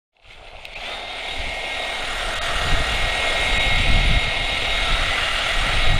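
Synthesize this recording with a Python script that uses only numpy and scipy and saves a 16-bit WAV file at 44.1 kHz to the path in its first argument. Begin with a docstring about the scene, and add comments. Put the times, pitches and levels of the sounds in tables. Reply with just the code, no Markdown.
"""In an open workshop, hands drag an idle geared sander over a steel panel, with ticks and a scrape; the sound fades in.
The switch clicks and the rotor runs up: gear mesh and fan whine in multiples of its speed.
Then the tool sweeps to and fro: air and grit roar through resonances of housing and panel.
All along, gusts of air, in the run the tool's exhaust, buffet the microphone as low pressure swings.
What one hears has brief flaws: the treble flickers, and at a few instants it is lost and faint tones ring."""
import sys
import numpy as np
from scipy import signal
from scipy.fft import rfft, irfft
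from scipy.io import wavfile
from scipy.ndimage import uniform_filter1d

SR = 44100
rng = np.random.default_rng(int(sys.argv[2]) if len(sys.argv) > 2 else 0)


def level_to_linear(level):
    """Convert decibel levels to linear amplitude factors, elementwise."""
    exponent = np.asarray(level, float) / 20
    return 10 ** exponent


def wav_record(signal):
    """Record a signal, one row per channel, as 16-bit PCM in the file named by sys.argv[1]."""
    frames = np.transpose(np.atleast_2d(signal))
    bounded = np.clip(frames, -1, 1)
    # unit amplitude maps onto the largest positive 16-bit level
    quanta = np.round(bounded * 32767).astype(np.int16)
    wavfile.write(sys.argv[1], SR, quanta)


N = 264153      # samples
TIME_S = np.arange(N) / SR

SWITCH_ON_S = 0.654
PINION_TEETH = 7
GEAR_RATIO = 48 / PINION_TEETH      # rotor turns to one turn of the pad


def rms_one(x):
    """Scaled to unit power."""
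    return x / np.sqrt(np.mean(x ** 2) + 1e-20)


def in_time(rows):
    """Table columns after the first (time_s), joined by straight lines, one value a sample."""
    time_s, *columns = np.transpose(rows)
    return [np.interp(TIME_S, time_s, column) for column in columns]


def drift(rate_hz):
    """Slow chance of spread 1: noise through a double one-pole low-pass, made at 1/20 of the sample rate."""
    r = np.exp(-40 * np.pi * rate_hz / SR)
    noise = rng.standard_normal(N // 20 + 3002)
    slow = signal.lfilter([1], [1, -2 * r, r * r], noise)[3000:]      # skips the filter's start
    return np.interp(np.arange(N) / 20, np.arange(len(slow)), rms_one(slow - slow.mean()))


def resonate(x, hz, width_hz):
    """One two-pole resonance, gain about 1 on top."""
    r = np.exp(-np.pi * width_hz / SR)
    poles = [1, -2 * r * np.cos(2 * np.pi * hz / SR), r * r]
    return signal.lfilter([(1 - r * r) / 2, 0, (r * r - 1) / 2], poles, x)


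def band(x, low_hz, high_hz, order=2):
    """Butterworth band-pass."""
    return signal.sosfilt(signal.butter(order, [low_hz, high_hz], "band", fs=SR, output="sos"), x)


def low_pass(cut_hz, order):
    """Sections of a Butterworth low-pass."""
    return signal.butter(order, cut_hz, fs=SR, output="sos")


# gusts of air on the microphone: top_s, level_db, build_up_s (per 10 dB), dying_s (per 10 dB), extra_flutter_db
AIR_GUSTS = [(0.3, -22, 0.12, 0.8643, 2), (0.94, -31, 0.1, 0.1, -3.5), (1.4, -18.5, 0.07, 0.15, -10),
             (2.17, -28, 0.1958, 0.5, 1.5), (2.66, -17, 0.086, 0.18, 8.5), (2.95, -21, 0.44, 0.3, -4),
             (3.46, -29.5, 0.25, 5, -2), (3.63, -21, 0.1098, 1, 0), (3.95, -16.5, 0.29, 0.1, 3),
             (4.18, -13.5, 0.5, 0.01, 0), (4.65, -27, 0.345, 0.0048, -6), (4.97, -21.5, 0.2005, 0.2, -0.5),
             (5.28, -30.5, 0.09, 3.5, 1), (5.65, -21, 0.1354, 3.5, -3.5), (5.9, -18, 0.082, 2, 10)]
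CALM_DB, WIND_TOP = -38.5, 1      # air between gusts; the microphone port flattens swings near this height


def wind():
    """Gusts swing the pressure in low lumps; a faster flutter grows more steeply with the gust."""
    gust_powers = []
    for top_s, level_db, build_up_s, dying_s, _ in AIR_GUSTS:
        tens_below_top = np.maximum((top_s - TIME_S) / build_up_s, (TIME_S - top_s) / dying_s)
        gust_powers.append(level_to_linear(level_db - 10 * tens_below_top) ** 2)
    gust_db = 10 * np.log10(level_to_linear(CALM_DB) ** 2 + sum(gust_powers))
    # the strongest gust of the moment sets the extra flutter
    extra_db = np.array(AIR_GUSTS)[:, -1] @ np.array(gust_powers) / level_to_linear(gust_db) ** 2

    lumps_db = 2.807 * drift(20.634)
    rumble = band(rng.standard_normal(N) * level_to_linear(lumps_db), 11.0, 30.0, order=1)
    rumble = rms_one(signal.lfilter([1], [1, -.99], rumble))      # leans towards the lowest notes
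    flutter_db = 0.97 * lumps_db + 4.28 * drift(25)
    flutter = rms_one(band(rng.standard_normal(N) * level_to_linear(flutter_db), 58.76, 155))
    swings = level_to_linear(gust_db) * rumble + level_to_linear(1.5923 * gust_db - 3.5 + extra_db) * flutter
    return WIND_TOP * np.tanh(swings / WIND_TOP)


# handling ticks, the last one the switch: start_s, strength_db (relative)
HANDLING_TICKS = [(0.167, -5.5), (0.1984, -13), (0.2245, -14.5), (0.244, -12), (0.262, -10.5), (0.274, -17),
                  (0.3212, -9.5), (0.334, -10), (0.347, -13), (0.445, -16), (0.471, -11), (0.558, -15.5),
                  (0.567, -13.5), (0.653, -1.5)]
# ringing modes of the plastic housing: pitch_hz, level_db (relative), t60_s
HOUSING_MODES = [(2200, -4, .008), (2650, 2, .005), (3150, 3, .004), (3650, -8, .004), (5000, -28, .004),
                 (8800, -9, .003), (14000, -9, .002)]
TOUCH_TILT_DB, SWITCH_TILT_DB = -11, -4      # per octave
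TOUCH_CUT_HZ = 4000


def ticks():
    """Short clicks ring modes of the plastic housing; touches are duller than the switch."""
    start_s, strength_db = np.transpose(HANDLING_TICKS)
    tilt_db = np.where(start_s == start_s.max(), SWITCH_TILT_DB, TOUCH_TILT_DB)
    at, out = np.round(start_s * SR).astype(int), np.zeros(N)
    for hz, level_db, t60_s in HOUSING_MODES:
        clicks = np.full(N, 1e-18)
        uneven_db = rng.normal(0, 1.9, len(at))
        clicks[at] = level_to_linear(strength_db + level_db - 4.5 + tilt_db * np.log2(hz / 2700) + uneven_db)
        r, w = level_to_linear(-60 / (t60_s * SR)), 2 * np.pi * hz / SR
        ringing = signal.lfilter([0, np.sin(w)], [1, -2 * r * np.cos(w), r * r], clicks)
        out += resonate(ringing, hz, hz / 2)      # each mode swells in
    late = round(0.00078 * SR)      # every click has a second, stronger stage
    out[late:] += 1.6 * out[:-late].copy()
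    soft = signal.sosfilt(low_pass(TOUCH_CUT_HZ, 2), out)
    before_switch = np.arange(N) < at.max()
    return band(np.where(before_switch, soft, out), 2176.7, 15000, order=4)


RUN_UP_S, RUN_UP_BEND = 0.3, 2.5


def run_up():
    """Share of full speed: from rest at the switch, gathered fast, then levelling off."""
    return 1 - (1 - np.clip((TIME_S - SWITCH_ON_S) / RUN_UP_S, 0, 1)) ** RUN_UP_BEND


# the hands sweep the tool to and fro: time_s, reach (about -1 near to 1 far), pressure_db, twist (-1 to 1)
HAND_SWEEP = [(0.15, -0.11, -3.5, -0.56), (0.45, -0.78, 3, 0.74), (0.7, -1.394, -3, -0.126),
              (0.9, -0.0614, 3.5, 0.6486), (1.05, -0.2, -1.5, 0.36), (1.3, -0.622, 1.5, 0.284),
              (1.55, -0.85, 0, -0.882), (1.8, -0.7, 1, 0.14), (2.1, 0.6044, 1, 0.0102),
              (2.55, 1, 1.5, -0.012), (2.8, 0.3642, 1.5, 0.2), (3.1, -0.195, 1, -0.062),
              (3.35, -0.43, 1.696, 0.11), (3.6, -0.84, 1.5, 0.235), (3.9, -0.7, 0.2, -0.12),
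              (4.15, -0.53, -0.5, 0.23), (4.4, -0.64, -1.5, 0.0246), (4.75, -0.27, 0, 0.2),
              (4.95, 0.276, 0.7, 0.5623), (5.25, 0.71, -0.2, -0.334), (5.5, 0.81, 0, -0.17),
              (5.75, 0.25, 0.53, 0.17), (5.99, 0.041, -0.8, 0.3675)]
# the worker leans over the tool, then straightens: time_s, lean (1 over to -1 upright)
WORKER_LEAN = [(1.0, 0.915), (1.8, 1), (2.5, 0.46), (3.3, 0.7), (4.0, -0.48), (4.5, -0.26), (5.3, -0.94),
               (5.99, -0.32)]
# the idle pad dragged over the panel by hand: time_s, scrape_db
IDLE_DRAG = [(0.13, 1), (0.2, -9.5), (0.235, -1), (0.26, -1), (0.32, 6.5), (0.37, -2), (0.43, -5.5),
             (0.48, -3.5), (0.53, -6), (0.62, -0.5), (0.72, 4), (0.8, 8)]
SETTLE_S = 0.63      # time constant of the load on the pad settling after the run-up


def levels(laws):
    """Level in dB of each part, a weighted sum of the hands' sweep, the lean and the motor's state."""
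    reach, pressure_db, twist = in_time(HAND_SWEEP)
    lean, = in_time(WORKER_LEAN)
    scrape_db, = in_time(IDLE_DRAG)
    share = run_up()
    idle = 1 - share
    since_run_up_s = np.clip(TIME_S - SWITCH_ON_S - RUN_UP_S, 0, None)
    settling = share * np.exp(-since_run_up_s / SETTLE_S)
    controls = [np.ones(N), reach, pressure_db, twist, lean, settling, idle, scrape_db * idle]
    return np.array(laws) @ np.array(controls[:len(laws[0])])


def grit(grain_db):
    """Dense scratches of uneven size, crackling more while the pad is only dragged by hand."""
    dragged = TIME_S < SWITCH_ON_S
    return rng.standard_normal(N) * level_to_linear((grain_db + 2.2 * dragged) * drift(360))


# resonances of each part of the roar: pitch_hz, width_hz, level_db (within the part)
HOLLOW_MODES = [(230.07, 103, -13.5), (366.5, 261.27, -7), (529.3, 207.6, -3), (666.52, 157, 2.5)]
PANEL_MODES = [(1262, 61, 2.084), (1371.5, 234, 12.3), (1592, 330, 6.5)]
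HOUSING_ROAR_MODES = [(2144.8, 170, -5.5), (2278, 247.56, -2.5), (2495, 442.4, -2)]
VENT_MODES = [(3177, 490, 5), (3434, 321.14, 5.5), (3810, 480, 0.5), (4305, 77, -5.5)]
# colour of the grit hiss: pitch_hz, density_db (per Hz, relative)
HISS_COLOUR = [(2820, -39), (4800, -3.5), (5900, -7), (6690, -3.5), (7650, -5.5), (7930, -14), (8150, -4.5),
               (9180, -4), (9450, -5.5), (9620, -13), (9950, -10), (10400, -14), (11150, -20), (11800, -18),
               (15700, -32)]
# how hollow, panel, housing, vents and grit hiss answer, a row each: level_db, db_per_reach, share_of_pressure,
# db_per_twist, db_per_lean, settling_db, idle_db, share_of_scrape
ROAR_ANSWERS = [(-30.5, -0.3, 0.88, 0.5, 1.61, 3.5, -0.2226, .1), (-33, 5, 1.34, 1.9, -0.3, 0, 0, 0.76),
                (-29, -3, 1.46, -2, -2, 5, 1, 1.2), (-30, 0.3373, 0.6, 1, -0.97, 5, -0.5, 0.83),
                (-41, 1.8807, 1.6, -3, 0.64, 0, -2, 0.884)]


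def roar(turns):
    """Grit and air excite four groups of resonances and a bright hiss, pulsing with pad and rotor."""
    *levels_db, hiss_db = levels(ROAR_ANSWERS)
    pulse = 1 + 0.09 * np.cos(2 * np.pi * turns / GEAR_RATIO) + 0.07 * np.cos(2 * np.pi * turns)
    out = 0
    for modes, level_db in zip([HOLLOW_MODES, PANEL_MODES, HOUSING_ROAR_MODES, VENT_MODES], levels_db):
        source = grit(grain_db=1.0) * pulse
        rung = 0
        for hz, width_hz, db in modes:
            pass_hz = 1.5968 * width_hz      # two passes narrow the peak, so each is wider
            mode = resonate(resonate(source, hz, pass_hz), hz, pass_hz)
            rung = rung + level_to_linear(db + 1.27 * drift(9.3)) * mode
        if modes is HOUSING_ROAR_MODES:      # too small a shell to radiate low notes
            rung = band(rung, 1970, 9000, order=4)
        out = out + level_to_linear(level_db) * rms_one(rung)

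    hz, density_db = np.transpose(HISS_COLOUR)
    bins_hz = np.fft.rfftfreq(N + 1, 1 / SR)
    colour = level_to_linear(np.interp(np.log(bins_hz + 1), np.log(hz), density_db, left=-60))
    hiss = rms_one(irfft(rfft(grit(grain_db=-1.0) * pulse, N + 1) * colour)[:N])
    return out + level_to_linear(hiss_db) * rms_one(treble_flicker(hiss))


def treble_flicker(hiss):
    """The treble as heard flickers: 25 slices of it, each wavering in level on its own."""
    edges_hz = np.geomspace(2500, 16500, 26)
    return sum(level_to_linear(1.57 * drift(10.0)) * band(hiss, low, high) for low, high in zip(edges_hz, edges_hz[1:]))


RING_STEP_HZ, RING_WIDTH_HZ, RING_DB = 625, 40, 12.5


def ringing_tones(noise):
    """What is heard of the noise in a dropout: seven evenly spaced ringing tones, by narrow filters."""
    out = 0
    for k in range(1, 8):
        hz = k * RING_STEP_HZ
        out = out + resonate(resonate(noise, hz, RING_WIDTH_HZ), hz, 2 * RING_WIDTH_HZ)
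    return level_to_linear(RING_DB) * out


# brief dropouts in the sound as heard, no act of the tool: start_s, length_s, ringing_loss_db
SOUND_DROPOUTS = [(.742, .012, 3), (2.346, .006, 1), (2.390, .024, 4), (3.584, .011, 1.5)]
DROPOUT_CUT_HZ = 4600      # only what lies below is left in a dropout


def dropouts():
    """Gain of the noise and share of the treble that is left, with edges 2 ms long."""
    noise_gain, treble = np.ones((2, N))
    for start_s, length_s, loss_db in SOUND_DROPOUTS:
        span = slice(int(start_s * SR), int((start_s + length_s) * SR))
        noise_gain[span], treble[span] = level_to_linear(-loss_db), 0
    return uniform_filter1d([noise_gain, treble], size=SR // 500, axis=1)


# motor speed under load, told by the gear mesh and scaled by the run-up: time_s, pitch_hz
MESH_PITCH = [(0.9, 1820), (1.0, 1836), (1.2, 1864), (1.35, 1874), (1.6, 1882), (1.85, 1885), (2.3, 1872),
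              (2.55, 1878), (2.65, 1885), (2.83, 1880), (3.0, 1893), (3.2, 1892), (3.4, 1880), (3.52, 1890),
              (3.9, 1892), (4.25, 1881), (4.4, 1886), (4.95, 1882), (5.1, 1889), (5.5, 1893), (5.99, 1902)]
# how mesh, fan, second mesh, rotor hum and second gear whine answer, a row each: level_db, db_per_reach,
# share_of_pressure, db_per_twist, db_per_lean, settling_db
WHINE_ANSWERS = [(-34.4, 0.8, 0.9, -0.8, 2, -6.5), (-33.5, -6, 0.886, -0.5, 0.192, -1),
                 (-36.5, -4, 0.519, 11, 0.34, 0.5), (-51, -0.5, 0.66, 3.5, 0.29, 7.5),
                 (-38, 2.5, 0.63, -5.5, -1.8, -1.5)]
# what each of these whines lacks at standstill: loss_db
STANDSTILL_LOSS = [120, 50, 30, 30, 150]
# resonances and a dead spot of the housing that the rising second mesh passes: pitch_hz, width_hz, boost_db
MESH_SWELLS = [(2450, 320, 24), (3000, 260, -12), (3430, 110, 2)]


def rotor():
    """Turns made by the rotor and the levels in dB of its strong whines, which grow with speed."""
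    share = run_up()
    rotor_hz = in_time(MESH_PITCH)[0] / PINION_TEETH * share
    levels_db = levels(WHINE_ANSWERS) - np.outer(STANDSTILL_LOSS, 1 - share)
    levels_db = levels_db - 80 * (share == 0)      # hushed further at rest
    second_mesh_hz = 2 * PINION_TEETH * rotor_hz
    for hz, width_hz, boost_db in MESH_SWELLS:
        levels_db[2] += boost_db * np.exp(-((second_mesh_hz - hz) / width_hz) ** 2)
    return np.cumsum(rotor_hz) / SR, levels_db


# weaker whines: multiple (of the rotor speed)
WEAK_WHINES = [6, 13, 15, 21.12, 28.13, 34, 35.13, 39]
# their levels: level_db (against the mesh)
WEAK_WHINE_LEVELS = [-14, -13, -19, -28, -27, -28, -25, -31]
# whines sung by the panel: multiple (of the pad speed)
PANEL_WHINES = [17, 34, 51]
# their levels: level_db (against the panel roar)
PANEL_WHINE_LEVELS = [-14.5, -12.5, -11]
# their answer to the lean, the highest coming forward as the worker straightens: db_per_lean
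PANEL_WHINE_LEANS = [1.5, -4, -5]
UPPER_SIDE_DB = -7      # a partner one pad turn above the second mesh, against it


def whine(turns, levels_db):
    """Sines at multiples of rotor and pad speed; mesh and gear whines throb once a turn of the pad."""
    mesh_db, fan_db, second_db, hum_db, gear_db = levels_db
    early = TIME_S < SWITCH_ON_S + .2
    # the speed trembles, most until early in the run-up
    shaky = turns + (.006 + .017 * early) * drift(40)
    pad = np.cos(2 * np.pi * turns / GEAR_RATIO)

    def tone(multiple, db, waver_db, wobble=0, beat=shaky):
        """One sine wavering in level, its phase wobbling by a share of a cycle."""
        cycles = multiple * beat + wobble * drift(40) + rng.random()
        return np.sqrt(2) * level_to_linear(db + waver_db * drift(13.0)) * np.sin(2 * np.pi * cycles)

    out = tone(PINION_TEETH, mesh_db, 1.6) * (1 + .25 * pad)
    out += tone(8, fan_db, 1.8)
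    out += tone(1, hum_db, 3.5)
    out += tone(2 * PINION_TEETH, second_db, 2 + early) * (1 + 0.4 * pad)
    out += tone(10.5, gear_db, 2.2, wobble=.05) * (1 + .6 * pad)
    out += tone(2 * PINION_TEETH + 1 / GEAR_RATIO, second_db + UPPER_SIDE_DB, 2.0)
    for multiple, db in zip(WEAK_WHINES, WEAK_WHINE_LEVELS):
        out += tone(multiple, mesh_db + db, 3.5, wobble=.004 * multiple, beat=turns)

    # the panel's whines are held 30 dB down until the mesh is up
    panel_db = levels(ROAR_ANSWERS)[1] + np.clip(mesh_db + 49, -30, 0)
    lean, = in_time(WORKER_LEAN)
    for multiple, db, db_per_lean in zip(PANEL_WHINES, PANEL_WHINE_LEVELS, PANEL_WHINE_LEANS):
        out += tone(multiple / GEAR_RATIO, panel_db + db + db_per_lean * lean, 4.5, wobble=0.066)
    return out


FADE_START_S, FADE_LENGTH_S = 0.12, 3.24


def scene():
    """The tool on its panel with the dropouts, the air on the microphone and the ticks, faded in from silence."""
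    turns, levels_db = rotor()
    noise = roar(turns)
    noise_gain, treble = dropouts()
    heard_noise = noise_gain * (treble * noise + (1 - treble) * ringing_tones(noise))
    full = whine(turns, levels_db) + heard_noise
    dull = signal.sosfiltfilt(low_pass(DROPOUT_CUT_HZ, 12), full)
    heard = dull + treble * (full - dull)
    fade = np.clip((TIME_S - FADE_START_S) / FADE_LENGTH_S, 0, 1)
    return ((heard + wind() + ticks()) * fade)[None]


def top_cut(x):
    """Nothing passes above the cut-off."""
    return signal.sosfilt(signal.butter(12, 15810, fs=SR, output="sos"), x)


def record(dry):
    """The finished mono mix, kept as it is delivered."""
    return top_cut(dry)


dry = scene()
out = record(dry)
wav_record(out)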